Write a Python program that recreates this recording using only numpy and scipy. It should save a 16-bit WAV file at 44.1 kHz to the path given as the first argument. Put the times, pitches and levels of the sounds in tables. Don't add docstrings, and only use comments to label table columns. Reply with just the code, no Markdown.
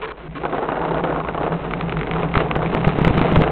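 import sys
import numpy as np
from scipy import signal
from scipy.fft import rfft, irfft
from scipy.io import wavfile
from scipy.ndimage import uniform_filter1d

SR = 44100
rng = np.random.default_rng(int(sys.argv[2]) if len(sys.argv) > 2 else 0)


def to_wav(sig):
    pcm = np.clip(np.atleast_2d(sig), -1, 1) * 32767
    pcm = np.round(pcm).astype(np.int16)
    wavfile.write(sys.argv[1], SR, pcm.T)


N = 154791

# t/s, relative roar level/dB, relative grit level/dB
ROLL_LEVELS = [(0, -35.5, -41), (.15, -41, -47.5), (.25, -42.5, -48.5), (.32, -46.5, -44.5),
               (.43, -33, -37), (.55, -25, -35.5), (1.19, -24, -36), (1.25, -36, -41.5), (1.45, -24, -35.5),
               (1.62, -29.5, -34.5), (2.05, -29, -35), (2.22, -23.5, -30.5), (2.29, -31, -35.5),
               (2.41, -21, -24), (2.48, -27, -37.5), (2.76, -23.5, -26.5), (2.95, -28, -29),
               (3.05, -24, -26.5), (3.4, -21.5, -24), (3.5, -20.5, -31)]
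# f/Hz, level/dB
TICK_SPECTRUM = [(60, -40), (300, -0.5), (700, -3), (1250, 9.5), (1750, 1.5), (2050, 6.5), (2700, 0),
                 (3250, -5.5), (3750, -10.5), (4500, -24.5)]


def amp(db):
    return 10 ** (np.asarray(db) / 20)


def unit(x):
    return x / np.sqrt(np.mean(x ** 2) + 1e-20)


def level(table, column):
    rows = np.array(table)
    return amp(np.interp(np.arange(N) / SR, rows[:, 0], rows[:, column]))


def add(mix, s, sound):
    part = mix[max(0, round(s * SR)):][:len(sound)]
    part += sound[:len(part)]


def colour(x, spectrum, size=8192):
    hz, db = np.transpose(spectrum)
    bin_hz = abs(np.fft.fftfreq(size, 1 / SR)) + 1
    log_gain = np.log(amp(np.interp(np.log(bin_hz), np.log(hz), db)))
    response = np.exp(np.conj(signal.hilbert(log_gain)))
    ring = np.fft.ifft(response).real[:size // 2]
    return signal.fftconvolve(x, ring / np.linalg.norm(ring))[:N]


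def flutter(hz, depth_db):
    f = np.fft.rfftfreq(N, 1 / SR)
    slow_noise = irfft(rfft(rng.standard_normal(N)) / (1 + (f / hz) ** 2) ** 2, N)
    return amp(depth_db * unit(slow_noise))


def grains(per_s, spread_db):
    contacts = (rng.random(N) < per_s / SR) * rng.choice([-1., 1.], N)
    return contacts * amp(spread_db * np.clip(rng.standard_normal(N), -2, 2))


def steadied(x, span_s):
    size = max(8, int(span_s * SR))
    power = uniform_filter1d(uniform_filter1d(x ** 2, size), size)
    return x / np.sqrt(abs(power) + 1e-12)


def shell():
    # t/s, relative drone level/dB, relative rumble level/dB
    shaking = [(0, -43, -42), (.15, -51, -43), (.3, -38.5, -39), (.55, -39.5, -43.5), (.95, -34.5, -35.5),
               (1.6, -33.5, -36), (2.03, -29, -31.5), (2.5, -28.5, -33), (3.1, -21.5, -31.5),
               (3.5, -24.5, -29.5)]
    # f/Hz, level/dB
    drone_spectrum = [(40, -42.5), (95, -26), (125, -10.5), (163, 0), (190, -10.5), (225, -16.5),
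                      (320, -17.5), (700, -62.5)]
    rumble_spectrum = [(10, 0.5), (40, 0), (58, 14.5), (92, -11.5), (120, -11.5), (300, -48)]
    drone = steadied(colour(rng.standard_normal(N), drone_spectrum), span_s=0.51)
    rumble = steadied(colour(rng.standard_normal(N), rumble_spectrum), span_s=.15)
    return amp(2) * drone * level(shaking, column=1) + amp(-1) * rumble * level(shaking, column=2)


def wheel_hum():
    # t/s, level/dB
    swells = [(.91, -24.5), (1.04, -21.5), (1.13, -26.5), (1.33, -25), (1.54, -20), (1.64, -26.5),
              (1.83, -26), (1.98, -20), (2.17, -22.5), (2.26, -22.5), (2.75, -22.5), (3.28, -22),
              (3.39, -17)]
    hum_hz, swell_s = 166, .03
    t = np.arange(N) / SR
    loudness = sum(amp(db) * np.exp(-((t - s) / swell_s) ** 2) for s, db in swells)
    cycles = np.cumsum(hum_hz * flutter(hz=25, depth_db=.22)) / SR
    return loudness * np.sin(2 * np.pi * cycles)


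def groans():
    # t/s, length/s, starting f/Hz, level/dB
    drags = [(0.212, 0.076, 415, -35.5), (0.345, 0.061, 342, -29)]
    fall_hz_per_s = 1300
    out, waver = np.zeros(N), flutter(hz=99, depth_db=1.0)
    for s, length, hz, db in drags:
        t = np.arange(0, length, 1 / SR)
        pitch = (hz - fall_hz_per_s * t) * waver[round(s * SR):][:len(t)]
        cycles = np.cumsum(pitch) / SR
        add(out, s, amp(db) * np.sin(np.pi * t / length) * np.sin(2 * np.pi * cycles))
    return out


def judder():
    # t/s, length/s, relative level/dB, ring compared with scrape/dB
    bursts = [(0.017, 0.045, -36, 0.5), (0.075, 0.021, -38.5, -10), (0.102, 0.021, -38.5, -27),
              (0.171, 0.11, -49, -24), (0.352, 0.032, -39.5, -5)]
    # f/Hz, level/dB
    scrape_spectrum = [(60, -54), (250, -5.5), (490, 9.5), (700, -10), (1100, 6), (1850, -4), (2200, -5),
                       (3000, -8), (4500, -23.5)]
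    # f/Hz, relative level/dB, time to fade by 60 dB/s
    frame_notes = [(448, -8.5, 0.22), (1100, -8.5, 0.12), (2364, -16, 0.18)]
    slips_per_s = 153.8
    cycles = np.cumsum(slips_per_s * flutter(hz=113, depth_db=2.0)) / SR
    pulses = np.exp(-(cycles % 1) / 0.68) + 0.2
    slips = unit(pulses * rng.standard_normal(N))
    scrape_gain, ring_gain = np.zeros((2, N))
    for s, length, db, ring_db in bursts:
        burst = np.full(int(length * SR), amp(db + 8))
        add(scrape_gain, s, burst)
        add(ring_gain, s, amp(ring_db) * burst)
    t = np.arange(SR // 5) / SR
    ring = sum(amp(db - 60 * t / t60) * np.sin(2 * np.pi * hz * t) for hz, db, t60 in frame_notes)
    frame = signal.fftconvolve(slips * ring_gain, ring / np.linalg.norm(ring))[:N]
    return colour(slips * scrape_gain, scrape_spectrum) + frame


def chatter():
    patter = colour(grains(per_s=110, spread_db=2.5), TICK_SPECTRUM)
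    return amp(-8) * steadied(patter, span_s=0.63) * level(ROLL_LEVELS, column=2)


def ticks():
    # t/s, relative level/dB
    hits = [(1.0412, -19.5), (1.2874, -24.5), (1.433, -24.5), (1.5423, -26), (1.7109, -23), (1.7374, -17.5),
            (1.8114, -17.5), (1.896, -22), (1.9246, -18.5), (1.9705, -20), (1.9918, -22), (2.013, -20),
            (2.0329, -23), (2.072, -22), (2.1135, -17), (2.1371, -17.5), (2.233, -22), (2.3415, -17),
            (2.356, -10.5), (2.3782, -14), (2.4051, -17), (2.486, -29.5), (2.5136, -12), (2.5556, -18),
            (2.6615, -19.5), (2.7494, -18.5), (2.8487, -17), (2.8923, -17.5), (3.0491, -9), (3.0797, -13.5),
            (3.1793, -13.5), (3.1941, -19.5), (3.216, -16), (3.3593, -10.5), (3.4207, -19), (3.439, -15)]
    rise_s, decay_s, tail_s, lead_s = .0005, .0022, .008, .0006
    t = np.arange(-SR // 200, SR // 30) / SR
    fade = np.exp(-abs(t) / decay_s) + .07 * np.exp(-abs(t) / tail_s)
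    shape = np.where(t < 0, np.exp(-abs(t) / rise_s), fade)
    force = np.zeros(N)
    for s, db in hits:
        rattle = rng.standard_normal(len(t)) * shape
        snap = .85 * rattle / np.linalg.norm(rattle) - (t == 0)
        add(force, s + t[0] - lead_s, amp(db + 18) * snap)
    return colour(force, TICK_SPECTRUM)


def jolts():
    # t/s, length before widening/s
    shocks = [(2.3705, 0.0024), (2.5638, 0.00066), (2.7492, 0.00076), (2.8719, 0.0027), (2.8792, 0.00069),
              (2.9875, 0.0012), (3.0163, 0.0012), (3.0489, 0.00083), (3.0715, 0.0024), (3.0793, 0.00078),
              (3.1085, 0.0017), (3.1781, 0.0012), (3.2138, 0.0013), (3.3237, 0.00096), (3.3624, 0.00071),
              (3.3715, 0.0042), (3.3921, 0.0016), (3.4122, 0.00074), (3.4186, 0.0016)]
    boom_hz, boom_decay_s, boom_gain_per_s = 150.9, 0.025, 75
    t, out = np.arange(SR // 10) / SR, np.zeros(N)
    boom = np.sin(2 * np.pi * boom_hz * t) * np.exp(-t / boom_decay_s)
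    for s, length in shocks:
        width = 1.5 * length
        push = -0.873 * np.sin(np.pi * np.minimum(t / width, 1))
        add(out, s - (width - length) / 2, push)
        add(out, s + length, boom_gain_per_s * length * boom)
    return out


def knocks():
    # t/s, relative level/dB
    strikes = [(0.435, -14.5), (0.452, -11), (0.526, -13.5), (0.545, -16), (0.581, -14), (0.626, -18),
               (0.644, -20.5), (0.688, -11), (0.72, -13.5), (0.769, -17.5), (0.792, -18.5), (0.815, -14),
               (0.851, -15), (0.881, -16.5), (0.909, -14), (0.927, -31), (0.944, -12.5), (0.982, -16),
               (0.995, -19.5), (1.038, -10), (1.073, -16.5), (1.1, -12.5), (1.124, -17), (1.146, -19),
               (1.16, -14.5), (1.201, -12.5), (1.248, -17), (1.273, -19.5), (1.286, -13), (1.346, -15.5),
               (1.377, -14.5), (1.41, -11.5), (1.442, -19), (1.464, -14.5), (1.521, -13.5), (2.161, -13.5),
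               (2.2, -21), (2.231, -14), (2.352, -12.5), (2.4, -15), (2.558, -13), (2.62, -16), (2.73, -16),
               (2.844, -13.5), (2.876, -13.5), (2.989, -14.5), (3.046, -13), (3.069, -9), (3.176, -17.5),
               (3.214, -16), (3.247, -11.5), (3.281, -12), (3.359, -10), (3.436, -10), (3.474, -20.5)]
    # f/Hz, level/dB
    crunch_spectrum = [(40, -32), (150, -27), (300, 2), (400, 5), (560, -3), (720, 4), (1000, -2),
                       (1450, -2.5), (1850, -22), (2850, -22.5), (3800, -29.5), (4600, -50.5)]
    rise_s, decay_s, bounce_gap_s = 0.00034, 0.0058, .008
    low_hz, high_hz = 479, 1146
    t = np.arange(SR // 10) / SR
    shape = (1 - np.exp(-t / rise_s)) * np.exp(-t / decay_s)
    shape /= shape.max()
    force, rings, clicks = np.zeros((3, N))
    for (s, db), (spot, hop) in zip(strikes, rng.random((len(strikes), 2))):
        hz = low_hz * (high_hz / low_hz) ** spot
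        add(rings, s, amp(db - 6.5) * shape * np.sin(2 * np.pi * hz * t))
        add(clicks, s, amp(db - 13.5) * shape ** 4)
        add(force, s, amp(db - 5.5) * shape)
        add(force, s + bounce_gap_s * (.5 + hop), amp(db - 11) * shape)
    crack = steadied(colour(rng.standard_normal(N), TICK_SPECTRUM), span_s=0.0042)
    crunch = steadied(colour(grains(per_s=2500, spread_db=2), crunch_spectrum), span_s=.005)
    return rings + clicks * crack + force * crunch


def rolling():
    # f/Hz, level/dB
    roar_spectrum = [(40, -26.5), (120, -17), (240, -0.5), (330, 4), (450, 8), (560, 1.5), (720, 4),
                     (1200, -5), (1850, -14), (3000, -40), (4500, -55.5)]
    grit_spectrum = [(200, -35.5), (900, -26.5), (1500, -3.5), (2050, -0.5), (2850, -1), (3200, -6.5),
                     (3750, -7.5), (4400, -26)]
    lumps = flutter(hz=120, depth_db=2.3)
    roar = steadied(colour(grains(per_s=2500, spread_db=-0.5) * lumps, roar_spectrum), span_s=0.13)
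    grit = steadied(colour(grains(per_s=1000, spread_db=0.5) * lumps, grit_spectrum), span_s=0.12)
    roar *= amp(0.5) * level(ROLL_LEVELS, column=1)
    grit *= amp(-11) * level(ROLL_LEVELS, column=2)
    return roar + grit


def scene():
    rattle_limit = .56
    body = rolling() + shell() + wheel_hum() + knocks() + ticks() + chatter() + judder() + groans()
    rounded = body / (1 + (body / rattle_limit) ** 4) ** .25
    return (rounded + jolts())[None]


def lowpass(x, hz):
    taps = signal.firwin(255, hz, window=("kaiser", 7), fs=SR)
    return signal.oaconvolve(x, taps[None], "same")


def record(dry):
    overloaded = np.clip(dry, -.665, .5)
    dulled = lowpass(overloaded, hz=4250)
    return lowpass(np.clip(dulled, -.638, .638), hz=15850)


dry = scene()
out = record(dry)
to_wav(out)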